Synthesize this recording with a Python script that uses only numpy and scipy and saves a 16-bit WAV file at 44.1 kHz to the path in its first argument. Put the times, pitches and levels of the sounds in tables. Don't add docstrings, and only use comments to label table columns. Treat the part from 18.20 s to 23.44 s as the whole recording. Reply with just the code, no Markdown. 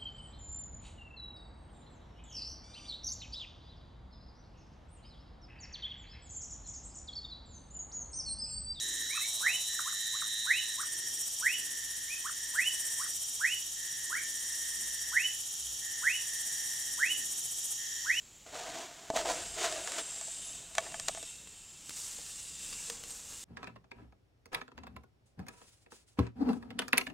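import sys
import numpy as np
from scipy import signal
from scipy.fft import rfft, irfft, next_fast_len
from scipy.io import wavfile
from scipy.ndimage import uniform_filter1d, map_coordinates

SR = 44100
rng = np.random.default_rng(int(sys.argv[2]) if len(sys.argv) > 2 else 0)


def transcribe(u):
    v = np.clip(np.atleast_2d(u).T, -1, 1)
    q = np.round(v * 32767).astype(np.int16)
    wavfile.write(sys.argv[1], SR, q)


N = 231128

# pitch_hz, gain_db, t60_s
CHIP_MODES = [(1030, -1.5, 0.015), (1125, -4.5, 0.052), (1244, -7.5, 0.053), (1475, 1.5, 0.016),
              (1750, 0, 0.031), (2003, 2, 0.016), (2260, -6, 0.054), (2700, -1.5, 0.02), (3180, -1, 0.028),
              (3800, -10.5, 0.014)]
# frequency_hz, gain_db
CHIP_TICK_SPECTRUM = [(1500, -9.5), (3500, -4), (7300, -2.5), (9500, -8), (12000, -16.5), (16000, -18)]


def amp(db):
    return 10 ** (np.asarray(db) / 20)


def unit(x):
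    return x / np.sqrt(np.mean(x ** 2) + 1e-20)


def clock():
    return np.arange(N) / SR


def add(track, start_s, sound):
    part = track[round(start_s * SR):][:len(sound)]
    part += sound[:len(part)]


def wobble(rate):
    return map_coordinates(rng.standard_normal(4096), [clock() * rate], mode="wrap")


def held(start, end, rise_s, fall_s, sag_db_per_s=0):
    t = clock()
    edges = np.minimum(np.minimum((t - start) / rise_s, (end - t) / fall_s), 0)
    return np.exp(edges) * amp(-sag_db_per_s * np.clip(t - start, 0, abs(end - start)))


def flow(rows, rise_s, fall_s, sag_db_per_s):
    gains = (amp(db) * held(start, end, rise_s, fall_s, sag_db_per_s) for start, end, db in rows)
    return np.sqrt(sum(gain ** 2 for gain in gains))


def filtered(x, response):
    size = next_fast_len(len(x) + 8192)
    return irfft(rfft(x, size) * response(np.fft.rfftfreq(size, 1 / SR)), size)[:len(x)]


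def coloured(x, points):
    point_hz, db = np.transpose(points)
    hz = np.fft.rfftfreq(4096, 1 / SR)
    gain = amp(np.interp(np.log(hz + 1), np.log(point_hz), db))
    cepstrum = irfft(np.log(gain))
    half = len(cepstrum) // 2
    fold = np.r_[1, np.full(half - 1, 2), np.zeros(half)]
    impulse = irfft(np.exp(rfft(cepstrum * fold)))
    return signal.fftconvolve(x, impulse)[:len(x)]


def resonant(x, peaks):
    def response(f):
        return sum((-1) ** k * amp(db) * 1j * f * width / (hz * hz - f * f + 1j * f * width)
                   for k, (hz, width, db) in enumerate(peaks))
    return unit(filtered(x, response))


def narrow(x, hz, width_hz):
    b, a = signal.iirpeak(hz, hz / width_hz, SR)
    return unit(signal.lfilter(b, a, signal.lfilter(b, a, x)))


def streaky(x, depth_db):
    frames = dict(nperseg=4096, noverlap=3072)
    bands = signal.stft(x, **frames)[2]
    swell = uniform_filter1d(rng.standard_normal(bands.shape), 4, axis=0)
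    swell = uniform_filter1d(swell, 12, axis=1)
    return signal.istft(bands * unit(amp(depth_db * unit(swell))), **frames)[1][:N]


def grains(rate, spread_db, clump_db):
    hit = rng.random(N) < rate / SR
    size = amp(spread_db * np.minimum(rng.exponential(size=N), 4))
    sign = np.sign(rng.standard_normal(N))
    return unit(hit * size * sign * amp(clump_db * wobble(130)))


def ring(modes, t, scatter_db):
    x = sum(amp(db + scatter_db * rng.normal() - 60 * t / t60)
            * np.sin(2 * np.pi * hz * t) * rng.choice([-1, 1]) for hz, db, t60 in modes)
    return x / np.abs(x).max()


def crack(t, spectrum, t60, tail_db, tail_t60):
    chatter = rng.standard_normal(len(t)) * (amp(-60 * t / t60) + amp(tail_db - 60 * t / tail_t60))
    x = coloured(chatter + amp(8.5) * (t == 0), spectrum)
    return x / np.abs(x).max()


def wall_echoes(x, drift):
    # delay_s, gain
    walls = [(.0011, 0.067), (.0023, 0.14), (.0037, 0.18), (.0052, .2), (.0078, 0.4)]
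    t = clock()
    return x + sum(gain * map_coordinates(x, [(t - delay * (1 + drift * wobble(2))) * SR], order=2)
                   for delay, gain in walls)


def garden():
    # frequency_hz, gain_db
    air_spectrum = [(12, -66), (20, -36), (70, -7.5), (144, -7), (219, -11), (465, -18), (811, -17),
                    (1580, -20), (3170, -14), (4950, -17.5), (6360, -13), (7110, -7), (8880, -23.5),
                    (15500, -30)]
    rumble_spectrum = [(12, -24), (20, -2), (49, 0.5), (113, -8.5), (151, -6), (390, -15), (450, -12),
                       (580, -16.5), (990, -120)]
    # start_s, end_s, level_db
    gusts = [(0.98, 1.25, -58.5), (2.2, 3.0, -63.5), (3.7, 5.24, -67), (4.33, 4.7, -65.5)]
    # pitch_hz, width_hz, gain_db
    insect_bands = [(7370, 560, 5.6), (7690, 190, 10.6)]
    calm_db, buffet_db = -70.5, 2
    air = amp(-57.5) * unit(coloured(rng.standard_normal(N), air_spectrum))
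    breeze = np.hypot(amp(calm_db), flow(gusts, rise_s=0.054, fall_s=0.46, sag_db_per_s=-1.5))
    breeze *= amp(buffet_db * wobble(7.8))
    rumble = breeze * unit(coloured(rng.standard_normal(N), rumble_spectrum))
    insects = amp(-64.5 + 2.2 * wobble(24)) * resonant(rng.standard_normal(N), insect_bands)
    return air + rumble + insects


def pot_bumps():
    # peak_s, level_db, rise_s, fall_s
    touches = [(3.989, -53, 0.0076, 0.0099), (4.53, -61, 0.0064, 0.033), (4.72, -56, 0.069, 0.11),
               (4.92, -64.5, 0.037, 0.076), (5.13, -59.5, 0.037, 0.031)]
    # pitch_hz, width_hz, gain_db
    pot_resonances = [(178, 17, -0.5), (318, 95, -13), (458, 27, 3.5), (930, 1300, -6.5)]
    push = sum(amp(db) * held(s, s, rise, fall) for s, db, rise, fall in touches)
    return push * resonant(rng.standard_normal(N), pot_resonances)


def rim_taps():
    # start_s, clack_db, bowl_db, tick_db (last two re clack, trimmed below)
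    taps = [(3.273, -52, -20, 8.5), (3.694, -47, -25, 15), (3.707, -39, -27, -2), (3.986, -52, -4, 8),
            (4.527, -42.5, -9, 7), (4.699, -35, 2, 7.5), (4.837, -46, -7.5, 10), (4.9057, -55, -9, 17)]
    # pitch_hz, gain_db, t60_s
    bowl_modes = [(468, 0, .17), (860, -8, .03), (3300, -2, .025)]
    # start_s, pitch_hz, level_db
    clinks = [(3.905, 8000, -42), (4.228, 9500, -40.5), (4.447, 9400, -43), (4.526, 4660, -38),
              (4.586, 2270, -47), (4.906, 8380, -33)]
    out, t = np.zeros(N), np.arange(SR // 4) / SR
    for s, db, bowl_db, tick_db in taps:
        clack = ring(CHIP_MODES, t, scatter_db=2)
        bowl = ring(bowl_modes, t, scatter_db=2)
        tick = crack(t, CHIP_TICK_SPECTRUM, t60=0.02, tail_db=-20, tail_t60=0.039)
        add(out, s, amp(db) * (clack + amp(bowl_db - 7) * bowl + amp(tick_db + 2) * tick))
    clink_shape = amp(-60 * t / 0.048) * (1 - np.exp(-t / 0.0013))
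    for s, hz, db in clinks:
        add(out, s, amp(db) * clink_shape * np.sin(2 * np.pi * hz * t))
    return out


def trickle():
    # start_s, end_s, level_db
    runs = [(1.08, 2.35, -48), (2.6, 2.85, -51.5), (2.92, 3.11, -50), (3.3, 3.7, -59), (3.77, 4.35, -50),
            (4.44, 4.69, -46.5), (4.85, 5.24, -55)]
    # frequency_hz, gain_db
    hiss_spectrum = [(500, -26.5), (1500, -17), (2300, -15.5), (2900, -9.5), (4300, -10), (6000, -6),
                     (7000, -4.5), (8000, -2.5), (8900, -9.5), (9500, -12.5), (10200, -20), (12500, -26),
                     (16000, -29)]
    # pitch_hz, width_hz, gain_db
    ring_bands = [(2753, 270, -11), (3100, 20, -17), (3080, 1100, -31), (3690, 280, -14),
                  (4990, 110, -17.5), (6410, 160, -12), (7110, 210, -4.5), (7610, 290, -1), (7920, 270, -6),
                  (8565, 150, -6), (9760, 240, -13), (11600, 160, -22)]
    # peak_s, pitch_hz, level_db, spread_s
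    whistle_notes = [(1.16, 9475, -60, 0.06), (1.25, 3035, -62, 0.28), (2.28, 9790, -54, 0.04),
                     (3.04, 3640, -59, 0.062), (3.2, 2700, -67.5, 0.35)]
    swell_db, flutter_db = 2, 1.2
    tip_s, tip_db = 3.7, -3
    level = flow(runs, rise_s=0.11, fall_s=0.13, sag_db_per_s=0.5)
    fines = coloured(grains(rate=15000, spread_db=3, clump_db=1.3), hiss_spectrum)
    hiss = unit(wall_echoes(fines, drift=0.017))
    t, contacts = clock(), rng.standard_normal(N)
    ringing = sum(amp(db + swell_db * wobble(1.96) + flutter_db * wobble(7.05))
                  * narrow(contacts, hz, width) for hz, width, db in ring_bands)
    ringing *= amp(-1 + tip_db * np.clip((t - tip_s) / 0.1, 0, 1))
    whistles = sum(amp(db) * np.exp(-0.5 * ((t - s) / spread) ** 2) * narrow(contacts, hz, width_hz=30)
                   for s, hz, db, spread in whistle_notes)
    return level * streaky(amp(0.5) * hiss + ringing, depth_db=3) + whistles


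def pouring():
    # start_s, end_s, gain_db
    slides = [(3.77, 3.93, -62.5), (4.06, 4.24, -68.5), (4.44, 4.72, -67), (4.9, 4.97, -66.5),
              (5.09, 5.24, -66.5)]
    # frequency_hz, gain_db
    slide_spectrum = [(150, -32), (500, -18), (1500, -14.5), (2400, -19), (3500, -13), (5500, -5),
                      (7500, 1), (9000, -5), (10500, -11), (13000, -17), (16000, -24)]
    level = flow(slides, rise_s=0.066, fall_s=0.084, sag_db_per_s=10)
    sliding = coloured(grains(rate=4400, spread_db=2, clump_db=1.1), slide_spectrum)
    rustle = unit(wall_echoes(sliding, drift=0.04))
    ticks = unit(coloured(grains(rate=220, spread_db=2.5, clump_db=1.2), CHIP_TICK_SPECTRUM))
    return level * (amp(18.5) * rustle + amp(8) * ticks)


def tub_blow(clack_db, hollow_db, tick_db):
    # pitch_hz, gain_db, t60_s
    tub_modes = [(660, 0, .07), (730, -9, .035), (860, -6, .045)]
    # frequency_hz, gain_db
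    tick_spectrum = [(1500, -39), (3500, -6), (5200, -7.5), (7300, 0.5), (9000, -13), (11000, -20.5),
                     (16000, -41)]
    t = np.arange(SR // 4) / SR
    clack = ring(CHIP_MODES, t, scatter_db=1.5)
    hollow = ring(tub_modes, t, scatter_db=1.5)
    tick = crack(t, tick_spectrum, t60=0.008, tail_db=-18, tail_t60=0.05)
    return amp(clack_db) * clack + amp(hollow_db) * hollow + amp(tick_db) * tick


def tub_knocks():
    # start_s, clack_db, hollow_db, tick_db (last two re clack, trimmed below)
    strikes = [(0.972, -24.5, -6, -21), (1.0527, -41, 15, -4), (1.525, -35, -8, 1.5),
               (1.6743, -28.5, -13, -6.5), (1.7195, -31.5, -11, -3.5), (1.785, -35, -26, 0),
               (2.012, -38.5, 0, 2), (2.552, -36.5, -12, 1), (2.5821, -17, 0.5, -9.5),
               (2.664, -38.5, 5, -25), (2.721, -39.5, 0, -10), (2.7428, -29, -1.5, -29),
               (2.798, -34.5, -2, 2), (2.884, -25, -5.5, -3), (2.949, -38.5, 5, -3), (2.974, -37, 3.5, -19)]
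    # start_s, thud_db, hollow_db, tick_db (last two re thud)
    thumps = [(0.264, -48.5, 2, 4), (0.902, -28, 7.5, -1), (1.792, -42, -10, -2), (1.812, -39, -9, -3),
              (2.08, -60.5, 15.5, 5), (3.028, -40, -5.5, 9.5)]
    # pitch_hz, gain_db, t60_s
    thud_modes = [(140, -17, .04), (310, 0, .045), (450, -1, .04)]
    shake_span_s, tumble_db, spread_db = (2.15, 2.85), -52, 3
    out, t = np.zeros(N), np.arange(SR // 4) / SR
    for s, db, hollow_db, tick_db in strikes:
        add(out, s, tub_blow(db, db + hollow_db - 5.5, db + tick_db + 9))
    for when, size in rng.random((6, 2)):
        db = tumble_db + spread_db * (2 * size - 1)
        add(out, np.interp(when, [0, 1], shake_span_s), tub_blow(db, db, db))
    out = signal.sosfilt(signal.butter(2, 386, "highpass", fs=SR, output="sos"), out)
    for s, db, hollow_db, tick_db in thumps:
        thud = ring(thud_modes, t, scatter_db=1.5) * (1 - np.exp(-t / 0.0015))
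        add(out, s, amp(db) * thud + tub_blow(db - 3, db + hollow_db, db + tick_db))
    return out


def digging():
    # start_s, end_s, boom_db, crunch_db
    drags = [(0.343, 0.631, -47.5, -45), (1.07, 1.212, -48, -43.5), (1.379, 1.587, -44, -43.5),
             (1.662, 1.764, -51, -45.5), (2.562, 2.68, -53, -51)]
    shifts = [(0.266, 0.89, -60, -54.5), (1.053, 2.026, -62, -53.5), (2.03, 3.015, -68, -60.5)]
    # peak_s, boom_db, crunch_db, rise_s, fall_s
    shoves = [(0.345, -43.5, -45.5, 0.0093, 0.017), (0.9384, -32, -52, .001, 0.022),
              (0.965, -29, -31.5, 0.013, 0.026), (0.994, -40, -37.5, 0.0077, 0.035),
              (1.055, -36, -40, 0.00055, 0.043), (1.104, -30, -33, .024, 0.023),
              (1.446, -39, -31.5, 0.037, 0.033), (1.791, -49, -36, 0.026, 0.017),
              (2.885, -52, -25.5, 0.002, 0.0032), (2.896, -33.5, -56, 0.0054, 0.0025)]
    # pitch_hz, width_hz, gain_db
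    tub_resonances = [(315, 60, -15), (465, 45, -11), (662, 65, 0), (800, 150, -11), (897, 45, -9),
                      (1024, 35, -12), (1231, 45, -15)]
    # frequency_hz, gain_db
    crunch_spectrum = [(120, -26), (350, 1.5), (900, -3.5), (1500, 1.5), (2400, -1.5), (3300, -0.5),
                       (5000, -3.5), (7200, 1), (8500, -6), (10000, -14), (12500, -21.5), (16000, -23)]
    moves = [(held(start, end, rise_s=0.014, fall_s=0.055), dbs) for start, end, *dbs in drags]
    moves += [(held(start, end, rise_s=0.0047, fall_s=0.043), dbs) for start, end, *dbs in shifts]
    moves += [(held(s, s, rise, fall), dbs) for s, *dbs, rise, fall in shoves]
    boom_gain, crunch_gain = np.sqrt(sum(np.outer(amp(dbs), shape) ** 2 for shape, dbs in moves))
    contacts = grains(rate=7000, spread_db=2.5, clump_db=1)
    wander = np.cumsum(1 + 0.015 * wobble(14))
    boom = map_coordinates(resonant(contacts, tub_resonances), [wander], order=1, mode="wrap")
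    crunch = unit(coloured(contacts, crunch_spectrum))
    return boom_gain * boom + crunch_gain * crunch


def scene():
    mono = digging() + trickle() + pouring() + tub_knocks() + rim_taps() + pot_bumps() + garden()
    return np.array([mono, mono])


def record(dry):
    top_hz = 15800
    return np.array([filtered(x, lambda hz: hz < top_hz) for x in dry])


dry = scene()
out = record(dry)
transcribe(out)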